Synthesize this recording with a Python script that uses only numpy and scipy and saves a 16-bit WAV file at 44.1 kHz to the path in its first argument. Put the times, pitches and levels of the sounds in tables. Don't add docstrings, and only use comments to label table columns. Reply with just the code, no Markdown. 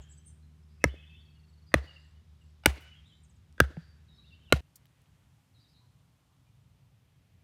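import sys
import numpy as np
from scipy import signal
from scipy.fft import rfft, irfft
from scipy.io import wavfile
from scipy.ndimage import uniform_filter1d

SR = 44100
rng = np.random.default_rng(int(sys.argv[2]) if len(sys.argv) > 2 else 0)


def makeup_ratio(level_db):
    decades = np.asarray(level_db, float) / 20
    return 10 ** decades


def to_wav(s):
    ch = np.atleast_2d(s).T
    pcm = np.round(np.clip(ch, -1, 1) * 32767)
    wavfile.write(sys.argv[1], SR, pcm.astype(np.int16))


N = 327663
CUT_S = 4.607
LEAD_S = .3
T = np.arange(N + int(LEAD_S * SR)) / SR - LEAD_S


def seconds(length_s):
    return np.arange(int(length_s * SR)) / SR


def noise(t):
    return rng.standard_normal(len(t))


def unit(x):
    return x / np.sqrt(np.mean(x ** 2))


def band(x, lo_hz, hi_hz):
    return signal.sosfilt(signal.butter(2, [lo_hz, min(hi_hz, .45 * SR)], "band", fs=SR, output="sos"), x)


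def steep_band(x, lo_hz, hi_hz):
    return band(band(x, lo_hz, hi_hz), lo_hz, hi_hz)


def fade(t, t60):
    return np.exp(-np.log(1000) * t / t60)


def onset(t, rise_s):
    return 1 - np.exp(-t / rise_s)


def add(out, s, x):
    i = max(int(round((s + LEAD_S) * SR)), 0)
    out[i:i + len(x)] += x[:len(out) - i]


def walk(rate):
    k = int(SR / rate)
    steps = np.repeat(rng.standard_normal(len(T) // k + 1), k)
    return 0.56 * uniform_filter1d(uniform_filter1d(steps, k), k)[:len(T)]


def knock(modes, wood_db, late):
    crest_s = .0024
    t = seconds(.06)
    ring = 0
    for k, (hz, width, db) in enumerate(modes):
        width = max(width, hz / 18)
        low = hz < 700
        start = crest_s - 0.26 / hz if low else late * (hz > 3000)
        age = np.maximum(t - start, 0)
        swell = onset(age, .001 if hz < 3000 else .0006) * np.exp(-np.pi * width * age)
        sign = 1 if low else (-1) ** k
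        ring = ring + sign * makeup_ratio(db) * width ** 1.15 * swell * np.sin(2 * np.pi * hz * age)
    return makeup_ratio(wood_db) * ring / np.abs(ring).max()


def crack(db, spit_db):
    t = seconds(.06)
    shape = (1.4 * fade(t, 0.0049) + .04 * fade(t, 0.03)) * onset(t, 0.00029) ** 2
    spit = makeup_ratio(spit_db) * band(noise(t), 10500, 14500) * 2 * fade(t, .004) * onset(t, .0005) ** 2
    return makeup_ratio(db + 1.5) * band(band(noise(t), 1900, 9800) * shape + spit, 2000, 19000)


def thump(db, sooner, quick_db):
    # f/Hz, level/dB, decay t60/s, delay t/s, sign of first swing
    soil = [(65.8, -2.5, 0.23, 0.0026, -1), (141, 6.5, 0.035, 0.0041, 1), (208, -5.5, 0.03, 0.0081, 1),
            (282, -11.5, 0.033, 0.0058, -1), (70.84, -15.5, 0.4, 0.0044, -1)]
    t = seconds(.45) - .03
    ring = 0
    for hz, wave_db, t60, late, swing in soil:
        quick = hz > 100
        age = np.maximum(t - late + sooner * quick, 0)
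        wave = fade(age, t60) * np.sin(2 * np.pi * hz * age)
        ring = ring + np.sign(swing) * makeup_ratio(wave_db + quick_db * quick) * wave
    bass_cut = signal.butter(4, 45, "high", fs=SR, output="sos")
    return makeup_ratio(db) * signal.sosfiltfilt(bass_cut, uniform_filter1d(ring, size=80))


def garden():
    # low f/Hz, high f/Hz, decay t60/s, level/dB
    echo_bands = [(220, 800, 0.48, -40.5), (300, 1300, 0.13, -38.5), (1025, 8600, 0.19, -39),
                  (3488, 7000, 0.2, -42), (7536, 27000, 0.074, -39.5), (1370, 9600, 0.99, -54),
                  (3300, 21000, 1, -53)]
    # t/s, spread t/s, gain
    hedges = [
        (.043, .009, .8),
        (.112, 0.014, .5),
        (.21, 0.033, 0.47),
    ]
    t = seconds(1.2)
    density = 1 - 0.63 * np.exp(-t / 0.0049)
    for s, spread, gain in hedges:
        density = density + gain * np.exp(-((t - s) / spread) ** 2)
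    return density * sum(makeup_ratio(db) * fade(t, t60) * band(noise(t), lo, hi) for lo, hi, t60, db in echo_bands)


def tinted(echo, sound):
    size = 2 * len(echo)
    spread_hz = 220
    power = uniform_filter1d(np.abs(rfft(sound, size)) ** 2, size=int(spread_hz * size / SR))
    return irfft(rfft(echo, size) * np.sqrt(np.abs(power)), size)[:len(echo)]


def blows():
    # t/s, wood level/dB, crack level/dB, soil level/dB, echo level/dB
    strikes = [
        (-.085, -2.5, -30, -18, -15),
        (.8400, -4, -14.5, -20, -10.5),
        (1.7408, -3, -15, -19.5, -7.5),
        (2.6586, 6, -0.5, -18.5, -9),
        (3.602, 3, -9.5, -18, -13),
        (4.524, 1.5, -6, -20, -8),
    ]
    # f/Hz, width f/Hz, level/dB
    bodies = [
        [(480, 320, -2), (1620, 57, 8), (3080, 490, 4)],
        [(500, 210, 3), (985, 78, -5), (1282.6, 78, -3), (1710, 130, 1), (2090, 140, 5), (296, 83, -0.5)],
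        [(560, 210, -2.5), (1190, 130, -9), (1910, 300, 0), (308, 130, -4.5), (2480, 180, -9), (950, 470, -9)],
        [(300, 100, -4.5), (864.7, 110, -1.5), (1470, 130, 1), (2200, 240, 2), (550, 140, -7), (2390, 110, -8),
         (1277, 130, -10), (400, 110, -8.5), (1677, 67, -8)],
        [(438.7, 340, 0), (1607, 142.3, 5.5), (1290, 162.5, -2.5), (1151, 200, -7.5), (288.6, 85, -16.5),
         (1460, 96, -2.5)],
        [(460, 256, 2), (800, 930, -5), (1142.4, 100, -4), (1420, 85, 2.5), (2130, 110, -3.5),
         (2700, 530, -3.5), (290, 75, -14)],
    ]
    # f/Hz, level/dB
    grains = [
        [],
        [(2610, -8.5), (4400, -20), (5600, -8.5), (6300, -15.5), (9500, -20.5)],
        [(3420, -19), (4090, -21), (5550, -25), (6300, -20), (8800, -22.5)],
        [(2620, -12), (2900, -4), (3500, -12.5), (4070, -20), (4610, -18), (6500, -12.5), (8700, -16),
         (12200, -19)],
        [(2770, -15.5), (3420, -12), (3950, -22), (4600, -24), (5250, -26.5), (6000, -20.5), (8640, -22),
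         (12000, -21)],
        [(1780, -9), (3100, -10), (3976, -6.5), (5100, -23.5), (8482, -14.5)],
    ]
    grain_width = 0.05
    # t/s, one a blow
    treble_lates = [0.0006, 0.00052, .0006, .0006, 0.000065, .0006]
    # advance t/s, level/dB
    quicks = [(0, 0), (0, 0.5), (.0006, -1), (.0002, -2.5), (.0018, 1), (.0018, 3.5)]
    # ring of the wood level/dB, colourless slap level/dB; then top spit of the crack level/dB
    echo_mixes = [(-2.5, 4, -2), (-1, 4.5, -4), (-4, 7.5, -1.5), (-4.5, 6, 1), (-0.5, 6.5, -6),
                  (-5.5, 8, -13)]
    murmurs = [-60, -41.5, -40.5, -38, -36.5, -41.5]
    soil_lag_s = .0124
    out = np.zeros(len(T))
    rows = zip(strikes, bodies, grains, treble_lates, quicks, echo_mixes, murmurs)
    for strike, body, upper, late, quick, (ring_db, slap_db, spit_db), murmur_db in rows:
        s, wood_db, crack_db, soil_db, echo_db = strike
        modes = body + [(hz, grain_width * hz, db) for hz, db in upper]
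        wood = knock(modes, wood_db, late)
        snap = crack(crack_db, spit_db)
        add(out, s, wood)
        add(out, s + late, snap)
        add(out, s + soil_lag_s - .0325, thump(soil_db, *quick))
        echo = garden()
        blur = np.exp(-np.arange(len(wood)) / SR / .0025)
        add(out, s, makeup_ratio(echo_db + ring_db) * tinted(echo, steep_band(wood * blur, 200, 4200)))
        add(out, s, makeup_ratio(echo_db + wood_db + slap_db) * band(echo, 250, 4300))
        treble = band(echo, 2200, 12000) * fade(np.arange(len(echo)) / SR, .5)
        add(out, s, makeup_ratio(echo_db + crack_db + 11.5) * treble)
        t = np.arange(600) / SR
        smear = noise(t) * fade(t, .03) / 8
        murmur = signal.fftconvolve(band((wood + snap) * blur, 200, 5000), smear)
        add(out, s - .0229, makeup_ratio(murmur_db - 3) * murmur)
        add(out, s - .011, makeup_ratio(murmur_db - 6) * murmur)
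    return out


def soft_thuds():
    # t/s, f/Hz, decay t60/s, level/dB, rise t/s
    bumps = [(.002, 500, 0.041, -53, .0001), (.941, 320, 0.023, -39, 0.00054),
             (1.842, 318, 0.019, -39, 0.00036), (2.762, 324, 0.0246, -44, 0.00055),
             (2.778, 2700, 0.043, -52, 0.000081), (2.781, 300, 0.026, -45, 0.00023),
             (3.7053, 300, 0.021, -37, .0005), (3.7729, 160.6, 0.076, -24, 0.0047),
             (3.7688, 445, .02, -40, .0001), (3.7685, 1366, .025, -53, 0.00006)]
    out, t = np.zeros(len(T)), seconds(.15)
    for s, hz, t60, db, rise in bumps:
        tone = -min(300 / hz, 1) * np.sin(2 * np.pi * hz * t)
        rub = min((hz / 500) ** 2, 1) * unit(steep_band(noise(t), .4 * hz, 1.9 * hz))
        add(out, s, makeup_ratio(db) * fade(t, t60) * onset(t, rise) * (tone + rub))
    return out


def ticks():
    # t/s, low f/Hz, high f/Hz, decay t/s, level/dB
    clicks = [(1.856, 6000, 15100, 0.0024, -71), (2.805, 6980, 15450, 0.028, -66.5),
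              (3.526, 3115, 8850, 0.00043, -50), (4.39, 800, 2006, 0.0047, -67),
              (4.756, 4290, 6400, 0.007, -58.5), (4.757, 6500, 16000, 0.0065, -50),
              (4.765, 3700, 7000, .003, -62), (4.855, 981.4, 4480, 0.0013, -56),
              (4.856, 10900, 16550, 0.00128, -59), (4.867, 2458, 4463, 0.0011, -58),
              (5.017, 5060, 14000, 0.0021, -64), (5.058, 2007, 4003, 0.0022, -69)]
    out, t = np.zeros(len(T)), seconds(0.044)
    for s, lo, hi, length, db in clicks:
        click = unit(band(noise(t), lo, hi)) * np.exp(-t / length) * onset(t, 0.00036)
        add(out, s, makeup_ratio(db) * click)
    return out


def rustle():
    # middle t/s, length t/s, low f/Hz, high f/Hz, level/dB
    brushes = [
        (5.0, 1.17, 400, 2610, -80),
        (6.097, 1.04, 759, 1202, -87),
        (6.799, 1.4, 2300, 3567, -96.5),
    ]
    out = 0
    for s, length, lo_hz, hi_hz, db in brushes:
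        swell = np.clip(1 - (2 * (T - s) / length) ** 2, 0, 1)
        out = out + makeup_ratio(db + 6.1 * walk(33)) * swell * unit(band(noise(T), lo_hz, hi_hz))
    return out


def note(length, hz0, hz1, hz2, db, unsteady_db=3.5, pointed=False):
    u = np.linspace(0, 1, int(length * SR))
    if pointed:
        hz = np.interp(u, [0, .5, 1], [hz0, hz1, hz2])
    else:
        hz = hz0 * 2 * (u - .5) * (u - 1) - hz1 * 4 * u * (u - 1) + hz2 * 2 * u * (u - .5)
    flutter = uniform_filter1d(rng.standard_normal(int(.3 * SR)), 300)[:len(u)] * 17
    phase = 2 * np.pi * np.cumsum(hz * (1 + .008 * flutter[::-1])) / SR
    return makeup_ratio(db + unsteady_db * flutter) * np.sin(np.pi * u) ** .6 * np.sin(phase)


def songs(near, far, deep):
    syllables = {"hold": (.065, .99, 1.0, 1.01, .1), "flick": (.045, .74, .9, 1.0, .75),
                 "drop": (.06, 1.0, .9, .97, .9), "rise": (.05, .62, .86, 1.0, 1.0),
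                 "dip": (.07, 1.25, 1.0, 1.2, .45), "peak": (.045, .89, 1.0, .88, .6),
                 "arch": (.044, .85, 1.0, .76, .4), "chip": (.013, 1.16, 1.03, .99, .1),
                 "chup": (.017, 1.36, 1.04, 1.0, .1), "pip": (.022, 1.06, 1.0, .96, .1),
                 "fall": (.03, 1.14, .98, .86, .4)}
    warbles = {"hold": [(.802, 2600, -57.5), (.955, 2575, -58), (1.095, 2630, -56.5), (1.25, 2614, -67)],
               "flick": [(.872, 3560, -58), (1.008, 3400, -63), (.95, 3550, -64), (1.08, 3550, -66),
               (1.155, 3750, -62), (2.915, 3250, -62), (3.035, 4080, -66), (3.112, 4100, -69),
               (2.775, 3050, -64)], "drop": [(.93, 3570, -71), (1.067, 3550, -69), (1.21, 3590, -70),
               (4.12, 4600, -75), (4.29, 4700, -74), (4.39, 3300, -72)], "rise": [(.655, 5500, -71),
               (1.79, 5200, -61), (1.88, 5300, -65), (1.97, 5250, -74), (2.42, 6200, -75),
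               (3.76, 5733, -71)], "dip": [(4.072, 3776, -71), (4.16, 3850, -71), (4.242, 3830, -72.5),
               (5.535, 3790, -68), (5.62, 3740, -70), (5.725, 3740, -71)], "peak": [(2.72, 2900, -64),
               (4.14, 4500, -77), (4.235, 4600, -76), (5.742, 4300, -69), (4.385, 3150, -70),
               (4.315, 3750, -72), (5.585, 4700, -73), (5.67, 4740, -72)]}
    contact_calls = {"arch": [(.087, 8200, -59), (.246, 9050, -58)], "fall": [(.004, 7250, -60)],
                     "chip": [(3.07, 8000, -76), (3.232, 8150, -67), (3.291, 7750, -70),
                     (3.352, 7800, -71)], "chup": [(3.242, 6300, -69), (3.3, 6400, -69),
                     (3.361, 6450, -77)], "pip": [(1.427, 2750, -75), (1.953, 2800, -61), (2.41, 2800, -71),
                     (4.318, 4750, -77), (4.355, 2750, -66)]}
    for name, calls in {**warbles, **contact_calls}.items():
        length, *bend, depth = syllables[name]
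        for s, hz, db in calls:
            call = note(length, *np.multiply(bend, hz), db, pointed=name == "arch")
            depth = np.clip(depth, 0, 1)
            add(near, s, (1 - depth) * call)
            add(deep if depth >= 1 else far, s, depth * call)


def whistles(near, far):
    # t/s, length t/s, f/Hz at start, middle, end
    swoops = [
        (4.256, .05, 3250, 3780, 3100),
        (4.305, .05, 2950, 2690, 3200),
        (4.24, .02, 2600, 2800, 2950),
        (4.45, .07, 3750, 2850, 2850),
    ]
    swoop_db = [-65, -61, -68, -63]
    # t/s, length t/s, f/Hz, level/dB
    near_held = [(0.124, 0.078, 4760, -81), (.16, 0.0584, 6180, -73.5), (.173, 0.02, 8000, -58),
                 (.245, 0.078, 6300, -73), (1.341, 0.06, 2860, -73.5), (1.668, 0.061, 4820, -69.5),
                 (1.871, 0.051, 2874, -52.5), (2.028, 0.05, 2884, -71.5), (2.147, 0.0674, 2940, -77.5),
                 (2.8, 0.033, 3036, -67), (2.864, 0.027, 2935, -64), (2.9, 0.031, 2970, -59),
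                 (2.859, .03, 1500, -68), (2.948, 0.056, 3260, -63.5), (3.094, 0.032, 3300, -64.5),
                 (3.101, 0.069, 3070, -71.5), (4.21, 0.11, 5080, -83), (3.705, 0.29, 4650, -74),
                 (4.084, .016, 3845, -70), (4.106, .075, 3757, -69), (4.178, 0.029, 3830, -62.5),
                 (4.25, 0.055, 3750, -71), (4.325, .02, 4730, -73.5), (4.129, 0.0687, 5230, -78.5),
                 (4.172, 0.035, 1178, -72), (4.213, .03, 3820, -68), (5.67, 0.08, 5188, -76),
                 (5.55, .11, 5150, -83.5), (1.05, 0.015, 4546, -87), (1.102, 0.014, 4580, -79.5),
                 (6.461, 0.041, 2388, -82)]
    # t/s, length t/s, f/Hz, level/dB
    far_held = [(0, .1, 3200, -73), (.163, .06, 3120, -79), (.403, .03, 4100, -77), (.62, .02, 5300, -76),
                (.905, .04, 3500, -68), (1.045, .04, 3500, -67), (1.12, .04, 3500, -71),
                (1.46, .06, 7750, -85), (2.07, .05, 1080, -84), (2.02, .06, 1850, -84),
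                (2.79, .12, 2980, -71), (.03, .08, 1660, -80), (2.775, .075, 1500, -68),
                (5.35, .06, 830, -84), (5.762, .12, 980, -85), (6.195, .2, 1120, -89)]
    for (s, *rest), db in zip(swoops, swoop_db):
        call = note(*rest, db, unsteady_db=2.5)
        add(near, s, call)
        add(far, s, .1 * call)
    for place, table, sag in (near, near_held, .03), (far, far_held, -.07):
        for s, length, hz, db in table:
            add(place, s, note(length, hz * (1 + sag / 2), hz, hz * (1 - sag / 2), db))


def trills(out):
    # t/s, notes, gap t/s, first f/Hz, second f/Hz
    twitters = [
        (2.0, 6, .021, 7400, 7850),
        (2.414, 5, .0215, 7850, 7400),
        (3.063, 11, .0172, 7150, 7350),
    ]
    gap_s, from_hz, to_hz = .046, 4620, 4240
    for k in range(12):
        pip = note(.6 * gap_s, from_hz, (from_hz + to_hz) / 2, to_hz, -73.5, unsteady_db=1.5)
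        add(out, 1.203 + k * gap_s, pip)
    for s, count, gap, *pitches in twitters:
        for k in range(count):
            hz = pitches[k % 2]
            add(out, s + k * gap, note(.5 * gap, hz, hz, hz, -77, unsteady_db=2))


def birds():
    near, far, trill, deep = np.zeros((4, len(T)))
    songs(near, far, deep)
    whistles(near, far)
    trills(trill)
    t = seconds(.8)
    leaves = noise(t) * onset(t, 0.005)
    trees = band(leaves, 600, 5600) * fade(t, .5) + 0.9 * band(leaves, 5600, 11000) * fade(t, .28)
    thicket = makeup_ratio(-24) * signal.fftconvolve(deep, trees * onset(t, .03))[:len(T)]
    trees = trees + 2.2 * fade(t, .07) * band(leaves, 600, 11000)
    direct = near + trill + makeup_ratio(-14) * far
    sent = makeup_ratio(-38) * near + makeup_ratio(-42.5) * trill + makeup_ratio(-28.5) * far
    return thicket + direct + signal.fftconvolve(sent, trees)[:len(T)]


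def motor():
    # multiple, level/dB
    harmonics = [(1, -0.5), (2, -8), (3, -23), (5, -27.5), (6, -37)]
    # t/s, level/dB
    course = [(0, -58), (.8, -55.5), (1.6, -58), (2.5, -59.5), (3.4, -61), (4.6, -61)]
    phase = 2 * np.pi * np.cumsum(75.8 * (1 + .003 * walk(6))) / SR
    stack = sum(makeup_ratio(db + 0.5 * walk(11.0)) * np.sin(k * phase + k) for k, db in harmonics)
    return np.sqrt(2) * stack * makeup_ratio(np.interp(T, *np.transpose(course)))


def air(shape, db, gust_db):
    hz = np.maximum(np.arange(len(T) // 2 + 1) * SR / len(T), 1)
    shape_hz, shape_db = np.transpose(shape)
    spectrum = rfft(noise(T)) * makeup_ratio(np.interp(np.log(hz), np.log(shape_hz), shape_db))
    spectrum[hz > 15400] *= .1
    out = 0
    for k in range(10):
        share = np.cos(np.pi / 2 * np.clip(np.log2(hz / 32) - k, -1, 1)) ** 2
        gust = gust_db * walk(3.3) / (1 + k / 0.7) ** 2
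        out = out + irfft(spectrum * share, len(T)) * makeup_ratio(gust + 2.4 * walk(0.95))
    return unit(out) * makeup_ratio(db)


def wide_view():
    # f/Hz, density level/dB per Hz
    spectrum = [(18, -76), (30, -44), (58, -11), (81, -4.5), (116, -12), (159, -14), (255, -26.5),
                (377, -35), (762, -38.5), (1190, -39.5), (3740, -42.5), (4370, -47.5), (4860, -46),
                (15300, -59)]
    # t/s, level/dB
    swell = [(0, -4), (.8, -5), (1.6, -5), (2.5, -4.5), (3.4, -4), (4.6, -4)]
    return air(spectrum, -56.5, 1.3) * makeup_ratio(np.interp(T, *np.transpose(swell)))


def close_view():
    # f/Hz, density level/dB per Hz
    spectrum = [(18, -54), (30, -39), (47, -8.5), (90, 1), (140, -1), (163, -6.5), (224, -17.5),
                (261, -15.5), (339, -25.5), (846, -28), (1620, -32.5), (3040, -32), (4860, -37.5),
                (15300, -45)]
    # middle t/s, length t/s, level/dB
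    gust_table = [(4.66, 0.088, -71), (4.851, 0.14, -68.5), (5.002, 0.056, -66.5), (5.125, 0.062, -61.5),
                  (5.332, 0.25, -67.5), (5.57, 0.087, -69), (5.897, 0.42, -70.5), (6.407, 0.043, -66),
                  (6.73, 0.5, -68), (7.048, 0.076, -74.5), (7.181, 0.051, -65), (7.366, 0.076, -65.5)]
    lull_db, edge_s = -71.5, 0.04
    calm = air(spectrum, -62, 1.8)
    low = signal.sosfiltfilt(signal.butter(2, 210, fs=SR, output="sos"), calm)
    gusts = 0
    for s, length, db in gust_table:
        gusts = gusts + makeup_ratio(db) * np.clip((length / 2 - np.abs(T - s)) / edge_s + .5, 0, 1)
    return calm - low + unit(low) * (makeup_ratio(lull_db) + gusts)


def scene():
    wide = blows() + soft_thuds() + motor() + wide_view()
    before = np.clip((CUT_S - T) / 0.00085, 0, 1)
    hiss = makeup_ratio(-90.0) * unit(band(band(noise(T), 3800, 13000), 3700, 15300))
    out = before * wide + (1 - before) * close_view() + birds() + ticks() + rustle() + hiss
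    return out[None, -N:]


def roll_off(x):
    return signal.sosfilt(signal.butter(12, 17030, fs=SR, output="sos"), x)


def record(dry):
    flattened = dry / (1 + np.abs(dry / .5) ** 4) ** .25
    top_cut = signal.ellip(8, .2, 70, 16400, fs=SR, output="sos")
    mix = signal.sosfilt(top_cut, flattened)
    return roll_off(mix)


dry = scene()
out = record(dry)
to_wav(out)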